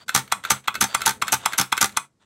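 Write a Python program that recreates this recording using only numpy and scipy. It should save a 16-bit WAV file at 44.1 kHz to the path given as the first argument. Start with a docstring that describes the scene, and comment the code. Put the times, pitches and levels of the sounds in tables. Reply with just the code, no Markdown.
"""A portable typewriter in a small, quiet room, one microphone close by. A finger flicks the ribbon-colour
lever to and fro seven times. Each round opens with a light double tick as the pawl crosses the middle
notch; a bright steel clack follows, rattling at one stop and thumping the case on the table; then the
lever comes back to the other stop with a woody clunk. Between the blows the microphone catches faint
rubbing, loose parts, a spring and the hand on the case. Springs and room ring on briefly."""
import sys
import numpy as np
from scipy import signal
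from scipy.fft import rfft, irfft
from scipy.io import wavfile
from scipy.ndimage import uniform_filter1d

SR = 44100
rng = np.random.default_rng(int(sys.argv[2]) if len(sys.argv) > 2 else 0)


def log_audio(samples):
    """Write samples as a 16-bit WAV file to the path given in sys.argv[1]."""
    # one column per channel
    frames = np.atleast_2d(samples).T
    # limit to full scale, then quantise
    limited = np.clip(frames, -1, 1)
    pcm = np.round(limited * 32767).astype(np.int16)
    wavfile.write(sys.argv[1], SR, pcm)


N = 99225  # 2.25 s


def undb(db):
    """Decibels to gain; table levels are relative, and each source adds its own offset."""
    return 10 ** (np.asarray(db) / 20)


def on_log_axis(points, hz):
    """Read (Hz, value) points joined by straight lines over log frequency."""
    freqs, values = np.array(points, float).T
    return np.interp(np.log(hz + 1), np.log(freqs), values)


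def noise(colour):
    """Coloured noise of rms 1, rolled off below 30 Hz."""
    hz = np.arange(N // 2 + 1) * SR / N
    spectrum = rfft(rng.standard_normal(N)) * undb(on_log_axis(colour, hz))
    wave = irfft(spectrum * hz / np.hypot(hz, 30), N)
    return wave / wave.std()


def fade(t, t60):
    """Exponential decay, 60 dB down after t60 seconds."""
    return np.exp(-np.log(1000) * np.maximum(t, 0) / t60)


def arch(start, length):
    """Half-sine swell over one movement, timed in seconds."""
    progress = np.clip((np.arange(N) / SR - start) / length, 0, 1)
    return np.sin(np.pi * progress).clip(0)


def crack(times, dbs, colour, rise, t60, tail_db, tail_t60):
    """Dense modes of each blow, as noise: a fast rise, a steep fall and a softer tail (times in s)."""
    t, power = np.arange(N) / SR, np.zeros(N)
    for at, db in zip(times, dbs):
        span = slice(max(int(at * SR), 0), int(at * SR) + SR // 4)
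        age = np.maximum(t[span] - at, 0)
        decay = fade(age - rise, t60) + undb(tail_db) * fade(age - rise, tail_t60)
        power[span] += (undb(db) * np.minimum(age / rise, 1) * decay) ** 2
    return np.sqrt(power) * noise(colour)


def ring(times, dbs, modes, rise, scatter_db, detune, loose=True):
    """Each blow rings the same modes; a firm blow starts them in step, a loose one out of step."""
    hz, mode_db, t60 = np.array(modes, float).T[:, :, None]
    t = np.arange(int(min(t60.max(), 1) * SR)) / SR
    envelope = fade(t, t60) * np.minimum(t / rise, 1)
    draws = rng.standard_normal((len(times), 3, len(modes), 1))
    out = np.zeros(N + SR)
    for at, db, (size, shift, phase) in zip(times, dbs, draws):
        waves = np.cos(2 * np.pi * hz * (1 + detune * shift) * (t - rise) + loose * phase)
        gains = undb(db + mode_db + scatter_db * size)
        out[int(at * SR):][:len(t)] += (gains * envelope * waves).sum(0)
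    return out[:N]


# The lever comes back to its stop (time [s], body level [dB], steel level [dB])
CLUNK_HITS = [(0.3221, 2, -1.5), (.6801, 1, -15), (0.9477, 2, 0.5), (1.2216, 1, -7), (1.459, 2, -1.5),
              (1.7250, 2, -6.5), (1.9711, 0, -0.5)]
# Contact noise of the steel snap and of the cover (frequency [Hz], level [dB])
SNAP_SPECTRUM = [(1500, -23), (3800, -0.5), (4700, -18), (5250, 11.5), (5650, -6), (6100, 6), (6900, -8),
                 (7400, 6), (8100, 0.5), (10000, -0.5), (12200, -9.5), (15500, -20.5)]
COVER_SPECTRUM = [(100, -22), (500, -17), (730, -9.5), (830, 4.5), (1150, -7.5), (1480, -5), (1850, -15.5),
                  (2100, -27.5), (2500, -1.5), (2950, -19.5), (3400, 7), (3750, -35), (4050, -18),
                  (4600, -27.5), (9000, -33)]
# Modes of the hollow cover (frequency [Hz], level [dB], t60 [s])
COVER_MODES = [(830, -6, .035), (915, -3, .035), (1030, -4, .03), (1137, -2, .055), (1215, -3, .06),
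               (1335, -1, .06), (1420, -4, .055), (1515, -4, .045), (2020, -5, .045), (2180, -9, .045),
               (2455, -9, .045), (3280, -11, .03), (3415, -8, .035), (4020, -12, .03)]
def clunks(body_lag_s=0.0015, rebound_s=0.016):
    """The lever drags for a moment, snaps against its stop, and the cover answers with a hollow knock."""
    at, body_db, steel_db = np.array(CLUNK_HITS).T
    body_at = at + body_lag_s
    drag = crack(at - .0065, body_db - 22, CLICK_SPECTRUM,
                 rise=.0067, t60=.035, tail_db=-28.5, tail_t60=.04)
    snap = crack(at, steel_db - 10.5, SNAP_SPECTRUM, rise=.00026, t60=.022, tail_db=-25, tail_t60=.027)
    buzz = crack(body_at, body_db - 20, COVER_SPECTRUM, rise=.0012, t60=.025, tail_db=-14, tail_t60=.08)
    # the lever settles against the stop with a second, softer blow
    blow_at = np.r_[at, at + rebound_s] + body_lag_s
    blow_db = np.r_[body_db, body_db - 22.5]
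    cover = ring(blow_at, blow_db - 17.5, COVER_MODES,
                 rise=.001183, scatter_db=0, detune=.0033, loose=False)
    case = ring(body_at, body_db - 46, CASE_MODES, rise=.003, scatter_db=-1.5, detune=.053)
    return drag + snap + buzz + cover + case


# The pawl leaves and drops into the middle notch (time [s], body level [dB], steel level [dB])
TICK_HITS = [(0.0807, -9, -13), (0.0913, -0.5, 2.5), (0.4376, -9.5, -10), (0.449, -3, -19),
             (.7420, -9.5, -9), (0.7521, -1, -2), (1.0054, -10, -10.5), (1.0172, -1.5, 5),
             (1.2707, -12, -10), (1.28, 0.5, 1), (1.522, -10, -11.5), (1.5322, -1, 0), (1.7685, -6, -5.5),
             (1.777, 1.5, 5)]
# Contact noise of small parts (frequency [Hz], level [dB])
CLICK_SPECTRUM = [(100, -12.5), (700, -15.5), (1100, -10), (1350, -1.5), (1850, -6), (2200, -2),
                  (2950, -11), (3500, -7), (4400, -6), (5100, -30.5), (6200, -12), (7000, -17.5),
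                  (7700, -12.5), (9200, -23.5), (12500, -15.5), (15500, -27.5)]
# Modes of the pawl (frequency [Hz], level [dB], t60 [s])
PAWL_MODES = [(1120, -15.5, .04), (1318, -4, 0.088), (1396, -3.5, 0.06), (1527, 0, 0.067),
              (2132, -4.5, 0.069), (2600, -9, 0.096), (3476, -4, .035), (4010, -10, .035)]
def ticks(ring_lag_s=0.0011):
    """The pawl snaps over the middle notch and rings briefly."""
    at, body_db, steel_db = np.array(TICK_HITS).T
    snap = crack(at, steel_db - 25, SNAP_SPECTRUM, rise=.00055, t60=.012, tail_db=-25.5, tail_t60=.044)
    click = crack(at, body_db - 23, CLICK_SPECTRUM, rise=.0022, t60=.041, tail_db=-22, tail_t60=.15)
    pawl = ring(at + ring_lag_s, body_db - 23.5, PAWL_MODES,
                rise=.001438, scatter_db=-1, detune=.011, loose=False)
    return snap + click + pawl


# The linkage strikes the opposite stop and rebounds (time [s], steel level [dB], frame level [dB])
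CLACK_HITS = [(.1485, 1.5, -0.5), (.1605, -4, -2.5), (.1755, -9.5, -8), (.1908, -17, -13.5),
              (0.5021, -8.5, -7), (.5048, 0.5, -3.5), (.5145, -6.5, -5.5), (.5202, -13, -14),
              (.8095, -3.5, -11), (.8122, -3, -2), (.8222, -3, -4), (.8275, -31, -5.5), (.8398, -8, -6.5),
              (1.0605, 0.5, -16.5), (1.0650, -6.5, -2), (1.0763, -4.5, -3.5), (1.0926, -7, -9.5),
              (1.1072, -16, -13), (1.3218, -4.5, -13.5), (1.3265, -2.5, -0.5), (1.3362, -8.5, -8.5),
              (1.3422, -6, -9.5), (1.5810, -3, -15.5), (1.5856, -4, -1), (1.5960, -6, -3),
              (1.6125, -4, -7.5), (1.6246, -34.5, -14.5), (1.8118, -2, -11), (1.8148, -1.5, -2.5),
              (1.8260, -4, -2.5), (1.8422, -5, -5), (1.8574, -15, -20.5)]
# Contact noise of the steel and of the frame (frequency [Hz], level [dB])
STEEL_SPECTRUM = [(1500, -10.5), (3000, -7), (4800, -10), (6100, 2), (6900, -3), (7700, -4), (10000, -5.5),
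                  (12200, -5.5), (14500, -19.5), (16000, -22.5)]
FRAME_SPECTRUM = [(100, -19.5), (350, -10), (700, -20), (830, -2), (1050, -7), (1450, -0.5), (1800, -4),
                  (2500, -7), (2900, -13.5), (3400, -5), (5000, -11), (10000, -21.5)]
# Modes of the linkage and of the frame (frequency [Hz], level [dB], t60 [s])
LINKAGE_MODES = [(5300, -7, .03), (5890, -3, .035), (6040, -4, .04), (6245, -1, .05), (7300, -7, .04),
                 (7660, -5, .035), (8112, -8, .06), (8275, -9, .06), (9300, -9, .03)]
FRAME_MODES = [(800, -1, .085), (895, -1, .07), (1187, -1, .07), (1240, -5, .06), (1335, -4, .07),
               (1408, -6, .1), (1535, -2, .07), (2050, -8, .06), (2170, -8, .06), (2460, -11, .05),
               (3400, -9, .045), (3580, -13, .035)]
def clacks(frame_lag_s=0.001007):
    """Bright at close range: steel grazes, hits and rebounds, ringing the linkage and then the frame."""
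    at, steel_db, frame_db = np.array(CLACK_HITS).T
    frame_at = at + frame_lag_s
    graze = crack(at - .005, steel_db - 23.5, STEEL_SPECTRUM,
                  rise=.0041, t60=.014, tail_db=-32, tail_t60=.02)
    strike = crack(at, steel_db - 8, STEEL_SPECTRUM, rise=.0009, t60=.014, tail_db=-20, tail_t60=.07)
    linkage_ring = ring(at, steel_db - 22, LINKAGE_MODES, rise=.000505, scatter_db=6, detune=.005)
    frame_buzz = crack(frame_at, frame_db - 15, FRAME_SPECTRUM,
                       rise=.0012, t60=.038, tail_db=-11, tail_t60=.13)
    frame_ring = ring(frame_at, frame_db - 22, FRAME_MODES, rise=.00199, scatter_db=5.5, detune=.0079)
    return graze + strike + linkage_ring + frame_buzz + frame_ring


# The case rocks after each clack (time [s], level [dB])
THUMP_HITS = [(.156, -2.5), (0.512, -2), (0.818, 0.5), (1.072, -3.5), (1.334, -1.5), (1.593, -1),
              (1.823, -2.5)]
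# Low modes of the case (frequency [Hz], level [dB], t60 [s])
CASE_MODES = [(62, -12, .2), (90, -7, .14), (129, 0, .24), (202, 1, .17), (259, -3, .14), (340, -7, .07),
              (480, -9, .06)]
def thumps():
    """The whole case booms softly on the table, close to the microphone."""
    at, db = np.array(THUMP_HITS).T
    return ring(at, db - 28, CASE_MODES, rise=.009, scatter_db=2.5, detune=.024, loose=False)


# The linkage slides between the blows (time [s], length [s], level [dB])
SLIDE_STROKES = [(-.03, 0.078, -8.5), (0.118, 0.061, -0.5), (0.29, 0.061, -11), (0.429, 0.16, 3.5),
                 (0.637, 0.029, -7.5), (0.767, 0.044, -7), (0.884, .07, 2.5), (0.986, 0.083, 4),
                 (1.254, 0.065, 3), (1.389, 0.11, -1.5), (1.478, 0.1, 1), (1.66, 0.11, -17.5),
                 (1.743, .06, -1), (1.937, 0.059, -8), (2.193, 0.06, -14)]
# Rubbing noise (frequency [Hz], level [dB])
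SLIDE_SPECTRUM = [(40, 0.5), (130, -5), (300, -7.5), (650, 1), (1400, 5), (2300, -4.5), (3600, 2),
                  (4500, -9), (5300, -13), (8000, -9), (15000, -49.5)]
def slides(grain_db=3, grain_s=0.0024):
    """Faint gritty rubbing of the linkage while the finger moves it."""
    t = np.arange(N) / SR
    level = sum(undb(db) * arch(at, length) ** .5 for at, length, db in SLIDE_STROKES)
    grit = np.interp(t / grain_s, np.arange(N // 10), rng.standard_normal(N // 10))
    return level * undb(-43.5 + grain_db * grit) * noise(SLIDE_SPECTRUM)


# Loose parts touch inside the case (time [s], level [dB])
RATTLE_HITS = [(.141, 0), (0.2762, -8), (0.299, -17), (.641, -14.5), (.929, -15), (1.034, -6), (1.053, 5),
               (1.806, 6.5), (1.892, -5), (1.922, -13.5)]
def rattles():
    """Tiny clicks of loose parts between the blows."""
    at, db = np.array(RATTLE_HITS).T
    return crack(at, db - 33, CLICK_SPECTRUM, rise=.0022, t60=.026, tail_db=-18, tail_t60=.065)


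# The return spring is stretched (time [s], length [s], level [dB])
SPRING_STRETCHES = [(-.02, .075, -7), (0.851, 0.18, 1)]
def spring(centre_hz=4600, skirt_hz=560):
    """The stretched coil sings a thin, rough whistle: a narrow band of noise."""
    level = sum(undb(db) * arch(at, length) for at, length, db in SPRING_STRETCHES)
    band = [(centre_hz - skirt_hz, -35), (centre_hz, 0), (centre_hz + skirt_hz, -35)]
    return level * undb(-48) * noise(band)


# Course of the handling rumble (time [s], level [dB])
RUMBLE_LEVELS = [(0, -14), (.2, 7), (.27, -1.5), (.31, -9), (0.389, 6.5), (.45, -21), (.58, -2), (.7, -17),
                 (.78, 9), (.9, -24), (1.0, 7), (1.16, 6), (1.28, 4.5), (1.41, 1.5), (1.52, -12.5),
                 (1.72, -10.5), (2.0, 1.5), (2.1, -25.5)]
# Handling noise of the case (frequency [Hz], level [dB])
RUMBLE_SPECTRUM = [(30, -16.5), (70, -3), (128, 1.5), (165, -4), (215, -1), (300, -9.5), (480, -9),
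                   (700, -18), (2000, -51.5)]
def rumble():
    """The hand jostles the case, a low rumble under the blows."""
    at, db = np.array(RUMBLE_LEVELS).T
    level_db = np.interp(np.arange(N) / SR, at, db)
    return undb(level_db - 54) * noise(RUMBLE_SPECTRUM)


# Colour of the small room's tail (frequency [Hz], level [dB])
ROOM_SPECTRUM = [(60, -3), (200, 1.5), (700, 0.5), (1400, -3), (2600, -0.5), (6000, -5), (8500, 0.5),
                 (11500, -5.5), (16000, -0.5)]
# Decay of that tail by band (frequency [Hz], t60 [s])
ROOM_DECAY = [(100, 0.13), (1500, 0.22), (5000, 0.19), (9000, 0.21), (16000, .2)]
def room(dry, build_s=0.0066):
    """Springs, type bars and near walls send a short diffuse tail back to the microphone."""
    t = np.arange(SR // 2) / SR
    hz = np.arange(SR // 4 + 1) * 2.
    spectrum = rfft(rng.standard_normal(len(t))) * undb(on_log_axis(ROOM_SPECTRUM, hz))
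    centres, t60s = np.array(ROOM_DECAY).T
    tail = np.zeros(len(t))
    for weights, t60 in zip(np.eye(len(centres)), t60s):
        band = on_log_axis(np.c_[centres, weights], hz)  # crossfades into the neighbouring bands
        tail += irfft(spectrum * band, len(t)) * fade(t, t60)
    tail *= np.minimum(t / build_s, 1)
    return signal.fftconvolve(dry, tail / np.linalg.norm(tail))[:N]


# Background of the quiet room (frequency [Hz], level [dB])
ROOM_TONE_SPECTRUM = [(25, -5), (130, -4), (450, -4), (1000, -8), (3000, -18), (8000, -16), (16000, -39.5)]
def room_tone():
    """A steady, dull hush far below the typewriter."""
    return undb(-64) * noise(ROOM_TONE_SPECTRUM)


def scene():
    """At the close microphone, in mono: mostly direct sound, with a little of the room behind it."""
    direct = clunks() + ticks() + clacks() + thumps() + slides() + rattles() + spring() + rumble()
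    return (direct + undb(-14) * room(direct) + room_tone())[None]


def record(dry):
    """The recorder drops deep bass, turns quiet mids and treble down, rounds peaks and cuts the top."""
    low_cut_hz, split_hz, top_hz = 76, 350, 15700
    threshold_db, gate_slope, depth_db, window_s = -50, 1.24, 12, 0.039
    x = signal.sosfilt(signal.butter(2, low_cut_hz, "high", fs=SR, output="sos"), dry)
    bass = signal.sosfiltfilt(signal.butter(2, split_hz, fs=SR, output="sos"), x)
    upper = x - bass
    power = uniform_filter1d(upper ** 2, int(window_s * SR))
    level_db = 10 * np.log10(np.maximum(power, 1e-12))
    gate_db = np.clip(gate_slope * (level_db - threshold_db), -depth_db, 0)
    gated = bass + upper * undb(gate_db)
    rounded = .75 * np.tanh(gated / .75)
    return signal.sosfilt(signal.ellip(8, .2, 70, top_hz, fs=SR, output="sos"), rounded)


dry = scene()
out = record(dry)
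log_audio(out)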